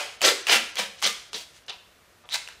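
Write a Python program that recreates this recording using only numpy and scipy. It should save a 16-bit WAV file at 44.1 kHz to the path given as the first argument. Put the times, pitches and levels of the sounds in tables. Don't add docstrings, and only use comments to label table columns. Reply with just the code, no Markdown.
import sys
import numpy as np
from scipy import signal
from scipy.fft import rfft, irfft, next_fast_len
from scipy.io import wavfile
from scipy.ndimage import uniform_filter1d

SR = 44100
rng = np.random.default_rng(int(sys.argv[2]) if len(sys.argv) > 2 else 0)


def amplitude_ratio(level_db):
    exponent = np.asarray(level_db, float) / 20
    return 10 ** exponent


def to_wav(s):
    ch = np.atleast_2d(s).T
    pcm = np.round(np.clip(ch, -1, 1) * 32767)
    wavfile.write(sys.argv[1], SR, pcm.astype(np.int16))


N = 114660
EARLY_S = 0.12
M = N + round(EARLY_S * SR)

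# t/s, level/dB
PULL_EFFORT = [
    [(.2155, -33), (.226, -27), (.24, -21), (.25, -16.5), (.27, -18.5), (.292, -20.5), (.31, -28.5),
     (.345, -35)],
    [(.467, -33), (.481, -29.5), (.493, -26.5), (.497, -18), (.508, -21.5), (.525, -17), (.545, -19),
     (.6, -27)],
    [(.756, -44), (.772, -37), (.781, -30.5), (.792, -23), (.806, -29.5), (.825, -32.5), (.85, -40.5),
     (.89, -40)],
    [(1.018, -36.5), (1.029, -48), (1.034, -25.5), (1.045, -22.5), (1.058, -25.5), (1.07, -24.5),
     (1.085, -33), (1.13, -33)],
    [(1.331, -36), (1.342, -44), (1.347, -33), (1.353, -35), (1.375, -40), (1.4, -45.5), (1.44, -34)],
    [(1.681, -39), (1.695, -38.5), (1.699, -35.5), (1.706, -35.5), (1.714, -47), (1.77, -54)],
    [(2.289, -65), (2.302, -51), (2.318, -41.5), (2.334, -36), (2.345, -22.5), (2.352, -32), (2.358, -26),
     (2.364, -35), (2.39, -29)],
]
# t/s, level/dB
FIRST_PULL = [(-.1, -18.5), (-.06, -25.5), (-.02, -16.5), (-.005, -21.5)]
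# strip f/Hz, roll f/Hz, roll level/dB, fizz level/dB,
# strip pitch spread (log), narrow ring level/dB
PULL_COLOUR = [(3000, 760, -6.5, -3, 0.37, -12), (3320, 590, -10.5, -3.5, 0.55, -24),
               (2900, 770, -12, -4, 0.36, -10), (3100, 756, -13, -4.5, 0.3, -20),
               (3360, 870, -20, -1, 0.48, -23), (3720, 614, -14, -1.5, 0.24, -25),
               (3370, 914, -9.5, -25, 0.12, -12), (3900, 1220, -16, -5.5, 0.48, -7.5)]
# f/Hz, level/dB
FIZZ_COLOUR = [(300, -8), (2000, -14.5), (5000, 5.5), (8000, -0.5), (11000, -8), (15500, -15)]
# f/Hz, t60/s
ROOM_T60 = [(150, 0.57), (500, 0.55), (1400, 0.63), (3700, 0.56), (9700, 0.56), (15000, 0.34)]
# f/Hz, level/dB per Hz
HISS_COLOUR = [(15, -32), (25, -11), (64, -3), (217, -11), (624, -7), (796, -12), (1330, -9.5),
               (14800, -26), (16000, -58)]
# f/Hz, level/dB
HUM = [(58, -79), (177, -77)]
# f/Hz, level/dB, t60/s
TANK_MODES = [(556, -31, 0.22), (787, -33, 0.1), (980, -27, 0.19), (1229, -31, 0.21), (1358, -40.5, 0.62),
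              (1601, -29.5, 0.27), (1791, -27.5, 0.19), (2064, -29, 0.32), (2435, -36, 0.43),
              (2460, -34.5, 0.35)]
# t/s, f/Hz, level/dB, t60/s
TONES = [(-.02, 578.3, -38, 0.48), (-.02, 893, -40, 0.26), (-.02, 1044, -45, 0.44), (.21, 700, -30, 0.18),
         (.24, 647.5, -20, 0.093), (.245, 527, -24.5, 0.27), (.25, 1350, -27, 0.34),
         (.275, 481, -25.5, 0.31), (.285, 567, -25.5, 0.17), (.31, 397, -32, 0.32), (0.486, 980, -28, 0.14),
         (.49, 418, -31.5, 0.22), (.515, 796, -22.5, 0.27), (0.524, 1227, -33, 0.23),
         (.78, 497, -31.5, 0.18), (.78, 978, -31.5, 0.19), (.785, 630, -29, 0.15),
         (.785, 1242, -39.5, 0.23), (.83, 544, -47.5, 0.48), (0.861, 474, -48.5, 0.28),
         (1.022, 818, -36, 0.12), (1.031, 990, -41.5, 0.27), (1.055, 560, -34.5, 0.16),
         (1.067, 1203, -31.5, 0.27), (1.335, 435, -40.5, 0.17), (.52, 127, -41.5, 0.13),
         (.55, 230, -39.5, 0.34), (.785, 204.3, -37.5, 0.29), (1.031, 158, -41, 0.12),
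         (1.036, 215.5, -37.5, 0.28), (1.34, 199, -46.5, 0.14)]
# t/s, peak level/dB, f/Hz, t60/s
PINGS = [(0.2085, -19.5, 3000, 0.014), (0.2447, -3.5, 3060, 0.0078), (0.2818, 3, 3900, 0.0046),
         (0.2866, -4.5, 3500, 0.013), (0.469, -9.5, 2800, 0.02), (0.5119, -4, 3200, 0.0087),
         (.5198, -7, 3030, 0.018), (.5285, -6, 3000, 0.0049), (.5455, -17, 3330, 0.0057),
         (1.044, -8.5, 4640, 0.011), (1.0524, -8.5, 3330, 0.017), (1.066, -6, 3370, 0.0062),
         (1.0743, -6, 3620, 0.0094), (1.3435, -15.5, 3960, 0.0075), (1.347, -11, 3860, 0.0048),
         (1.6966, -9, 3620, 0.003), (1.7044, -17, 2730, 0.012), (2.2553, -39, 3450, 0.0099),
         (2.3014, -41, 3720, 0.012), (2.304, -31, 3830, 0.011), (2.311, -25, 3760, 0.017),
         (2.3205, -21, 3810, 0.014), (2.3235, -16, 3900, 0.016), (2.3295, -13, 3900, 0.013),
         (2.334, -17, 3900, 0.016), (2.3419, -16, 4040, 0.027), (2.343, -18, 2210, .012),
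         (2.3545, -19, 4300, 0.0088), (2.4756, -17.5, 2690, 0.0064)]
# t/s, peak level/dB, f/Hz, t60/s
CRACKS = [(0.2165, -14, 2510, 0.02), (0.4868, -12.5, 2400, 0.011), (0.4948, -10, 2680, 0.012),
          (0.5565, -14, 1880, 0.0067), (0.7561, -19.5, 5750, 0.0058), (0.7697, -20, 3270, 0.016),
          (1.0248, -14.5, 3140, 0.015), (1.0307, -12.5, 3200, 0.0058), (1.3315, -23, 2960, 0.0068),
          (1.5653, -43, 3460, 0.012), (1.5745, -44, 6000, .005), (1.665, -38, 5460, 0.0046),
          (1.6818, -42, 3790, 0.0048), (2.2899, -24, 3250, 0.0045), (2.2961, -33, 3840, 0.0088),
          (2.3574, -20, 2600, 0.012), (2.4868, -26, 2880, 0.0097)]
# t/s, f/Hz, level/dB, t60/s
THUMPS = [
    (.215, 600, -16, 0.17),
    (.27, 450, -24, 0.18),
    (0.509, 317, -30, 0.27),
    (1.031, 466, -35.5, 0.34),
    (1.689, 430, -37.5, 0.098),
]
# start t/s, length t/s, level/dB, f/Hz
RUBS = [
    (0.974, 0.042, -53, 3930),
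    (1.533, 0.063, -58.5, 3800),
    (2.235, 0.031, -59.5, 980),
    (2.496, 0.05, -55.5, 2500),
]
FLIP_BEFORE = [.186, .441, 0.736, 0.991, 1.312, 1.654, 2.252, 2.61]
FLIP_AFTER = [0.238, 0.495, 0.769, 1.05, 1.349, 1.708, 2.308]
# start t/s, length t/s, edge f/Hz
DULL_MOMENTS = [(0.22, .05, 15000), (1.024, 0.03, 12100), (1.326, 0.022, 11900), (1.56, .012, 12500),
                (1.645, .025, 12500), (1.682, 0.028, 12300), (2.242, .02, 12400), (2.285, 0.02, 12300),
                (2.482, 0.011, 12500)]

SLIPS_PER_S, SIZE_SPREAD_DB, BIGGEST_SLIP = 7000, 3.5, 0.082
CLUMP_DB, CLUMP_S = 0.5, 0.0024
STRIP_CYCLES = 2.17
ROLL_SPREAD, ROLL_CYCLES, ROLL_FLOOR = 0.43, 4.1, 0.48
SING_SPREAD, SING_CYCLES = 0.049, 7
FIZZ_GRAIN = 0.65
LET_GO_S, LET_GO_DB = 0.025, -14
HISS_DB = -58.5
ROOM_DB, ROOM_GAP_S = -7.5, 0.004
EARLY_LIFT, EARLY_LIFT_S = 0.61, 0.057
TONE_RISE_S, WAVER, WAVER_S = 0.012, 0.5, 0.0086
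PING_NOISE_DB, CRACK_NOISE_DB = -12, 1
SNAP_SPREAD, SNAP_LOW_HZ, SNAP_RISE_S = 0.12, 700, 0.00035
THUMP_RISE_S = 0.028
FLIP_SLOW_S, FLIP_QUICK_S, FLIP_SHARE, FLIP_HZ = 0.031, 0.015, 0.84, 6800
LOW_CUT_HZ, EDGE_HZ = 125, 15700


def evened(x):
    return x / np.sqrt(np.mean(x ** 2) + 1e-20)


def read(points, hz):
    f, value = np.transpose(points)
    return np.interp(np.log(hz + 1), np.log(f + 1), value)


def colour(x, points):
    hz = np.fft.rfftfreq(x.shape[-1], 1 / SR)
    return irfft(rfft(x) * amplitude_ratio(read(points, hz)), x.shape[-1])


def above(x, hz, order=3):
    return signal.sosfilt(signal.butter(order, hz, "high", fs=SR, output="sos"), x)


def treble_of(x, hz):
    return signal.oaconvolve(x, signal.firwin(401, hz, pass_zero=False, fs=SR), "same")


def add(mix, s, sound):
    start = max(round((s + EARLY_S) * SR), 0)
    part = mix[start:][:len(sound)]
    part += sound[:len(part)]


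def ring(hz, t60):
    t = np.arange(0, t60, 1 / SR)
    return amplitude_ratio(-60 * t / t60) * np.sin(2 * np.pi * hz * t) * np.minimum(t * hz * 2, 1)


def rings(slips, hz, spread, cycles, count=24):
    pick = rng.integers(0, count, len(slips))
    shift = np.linspace(-1.6, 1.6, count)
    out = np.zeros(len(slips) + 2000)
    for k in range(count):
        f = hz * np.exp(spread * shift[k])
        weight = np.sqrt(f / hz) * np.exp(-shift[k] ** 2 / 4)
        part = np.convolve(slips * (pick == k), ring(f, 3 * cycles / f)[:2000] * weight)
        out[:len(part)] += part
    return evened(out)


def slipping(level_db):
    n = len(level_db)
    chance, happens, sign = rng.random((3, n))
    clump = evened(uniform_filter1d(rng.standard_normal(12000), int(CLUMP_S * SR)))[:n]
    size_db = -SIZE_SPREAD_DB * np.log(chance + BIGGEST_SLIP) + CLUMP_DB * np.clip(clump, -1.2, 1.5)
    clicks = amplitude_ratio(size_db) * (happens < SLIPS_PER_S / SR) * np.sign(sign - 0.5)
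    return evened(clicks) * amplitude_ratio(level_db)


def pull(effort, strip_hz, roll_hz, roll_db, fizz_db, spread, sing_db):
    s, level_db = np.transpose(effort)
    level_db = np.interp(np.arange(s[0], s[-1], 1 / SR), s, level_db)
    left = np.arange(len(level_db))[::-1] / (LET_GO_S * SR)
    level_db = level_db + LET_GO_DB * np.clip(1.5 - left, 0, 1) ** 2
    slips = slipping(level_db)
    size = np.sqrt(np.sum(slips ** 2) / (len(slips) + 2000))
    fine = rng.standard_normal(len(slips)) * amplitude_ratio(level_db) + FIZZ_GRAIN * slips
    sound = rings(slips, strip_hz, spread, STRIP_CYCLES)
    sound = sound + amplitude_ratio(fizz_db) * evened(colour(np.pad(fine, (0, 2000)), FIZZ_COLOUR))
    sound = sound + amplitude_ratio(sing_db) * rings(slips, strip_hz, SING_SPREAD, SING_CYCLES)
    sound = sound + amplitude_ratio(roll_db) * rings(slips, roll_hz, ROLL_SPREAD, ROLL_CYCLES)
    return s[0], above(size * sound, ROLL_FLOOR * roll_hz)


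def tank(x):
    shell = np.zeros(SR)
    for hz, db, t60 in TANK_MODES:
        mode = amplitude_ratio(db - 24.5) * ring(hz, min(t60, 0.9))
        shell[:len(mode)] += mode
    return signal.fftconvolve(x, shell)[:M]


def room(x):
    taps = np.zeros(SR)
    at = np.arange(round(ROOM_GAP_S * SR), SR - 12, 12)
    taps[at + rng.integers(0, 12, len(at))] = rng.choice([-1., 1.], len(at))
    hz, t, z = signal.stft(taps, SR, nperseg=256)
    fade = amplitude_ratio(-60 * t / read(ROOM_T60, hz)[:, None])
    lift = 1 + EARLY_LIFT * np.exp(-t / EARLY_LIFT_S)
    tail = signal.istft(z * fade * lift, SR, nperseg=256)[1]
    return signal.fftconvolve(x, tail / np.linalg.norm(tail))[:M]


def floor():
    t = np.arange(M) / SR
    sound = amplitude_ratio(HISS_DB) * evened(colour(rng.standard_normal(M), HISS_COLOUR))
    for hz, db in HUM:
        drift = np.cumsum(rng.standard_normal(M)) * 0.0097
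        sound = sound + amplitude_ratio(db) * np.sin(2 * np.pi * hz * t + drift)
    return sound


def tone(s, hz, db, t60):
    body = ring(hz, t60)
    width = int(WAVER_S * SR)
    wander = uniform_filter1d(uniform_filter1d(rng.standard_normal(SR), width), width)
    waver = 1 + WAVER * evened(wander)[:len(body)]
    rise = np.minimum(np.arange(len(body)) / (TONE_RISE_S * SR), 1)
    return s, amplitude_ratio(db) * body * waver * rise


def snap(s, db, hz, t60, noise_db):
    body = ring(hz, t60)
    t, f = np.arange(len(body)) / SR, np.fft.rfftfreq(4000, 1 / SR)
    peak = np.exp(-(np.log((f + 1) / hz) / SNAP_SPREAD) ** 2 / 2)
    wide = 1.44 / (1 + (f / 7000) ** 2) * np.minimum(f / SNAP_LOW_HZ, 1) ** 4
    burst = evened(irfft(rfft(rng.standard_normal(4000)) * (peak + wide)))[:len(body)]
    burst = burst * amplitude_ratio(noise_db - 50 * t / t60) * np.minimum(t / SNAP_RISE_S, 1)
    return s, amplitude_ratio(db - 5.5) * (body + burst)


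def thump(s, hz, db, t60):
    t = np.arange(0, t60, 1 / SR)
    shove = rng.standard_normal(len(t)) * np.minimum(t / THUMP_RISE_S, 1) * amplitude_ratio(-60 * t / t60)
    return s, amplitude_ratio(db - 23.5) * signal.fftconvolve(shove, ring(hz, 20.7 / hz))


def rub(s, length, db, hz):
    t = np.arange(0, length, 1 / SR)
    slips = slipping(10 * np.log10(np.sin(np.pi * t / length) + 1e-3))
    return s, amplitude_ratio(db) * above(rings(slips, hz, 0.61, 2.5), ROLL_FLOOR * hz)


def scene():
    under, tape = floor(), np.zeros((3, M))
    for k, (effort, row) in enumerate(zip([FIRST_PULL] + list(PULL_EFFORT), PULL_COLOUR)):
        add(tape[k % 3], *pull(effort, *row))
    for row in TONES:
        add(under, *tone(*row))
    for table, noise_db in ((PINGS, PING_NOISE_DB), (CRACKS, CRACK_NOISE_DB)):
        for k, row in enumerate(table):
            add(tape[k % 3], *snap(*row, noise_db))
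    for row in THUMPS:
        add(tape[0], *thump(*row))
    for row in RUBS:
        add(tape[1], *rub(*row))
    direct = tape.sum(0)
    echoes = amplitude_ratio(ROOM_DB) * sum(room(x) for x in tape)
    mono = above(direct + tank(direct) + echoes, LOW_CUT_HZ, order=2) + under
    return np.tile(mono[-N:], (2, 1))


def flips():
    t, share = np.arange(N) / SR, np.zeros(N)
    for times, rise, fall in ((FLIP_BEFORE, FLIP_SLOW_S, FLIP_QUICK_S), (FLIP_AFTER, FLIP_QUICK_S, FLIP_SLOW_S)):
        for s in times:
            ramp = 1.17 * np.minimum(1 + (t - s) / rise, 1 - (t - s) / fall)
            share = np.maximum(share, np.clip(ramp, 0, 1))
    return FLIP_SHARE * share


def dulled(mono):
    t = np.arange(N) / SR
    for s, length, hz in DULL_MOMENTS:
        mono = mono - treble_of(mono, hz) * np.clip(np.minimum(t - s, s + length - t) / 0.004, 0, 1)
    return mono


def roll_off(x):
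    return signal.sosfilt(signal.butter(12, 16290, fs=SR, output="sos"), x)


def record(dry):
    mono = dulled(dry[0])
    treble = signal.hilbert(treble_of(mono, FLIP_HZ), next_fast_len(N))[:N]
    turn = np.pi / 2 * flips()
    mid = mono - treble.real * (1 - np.cos(turn))
    side = treble.imag * np.sin(turn)
    both = np.array([mid + side, mid - side])
    band_limit = signal.firwin(511, EDGE_HZ, window=("kaiser", 9), fs=SR)
    both = signal.oaconvolve(both, band_limit[None], "same")
    return roll_off(both)


dry = scene()
out = record(dry)
to_wav(out)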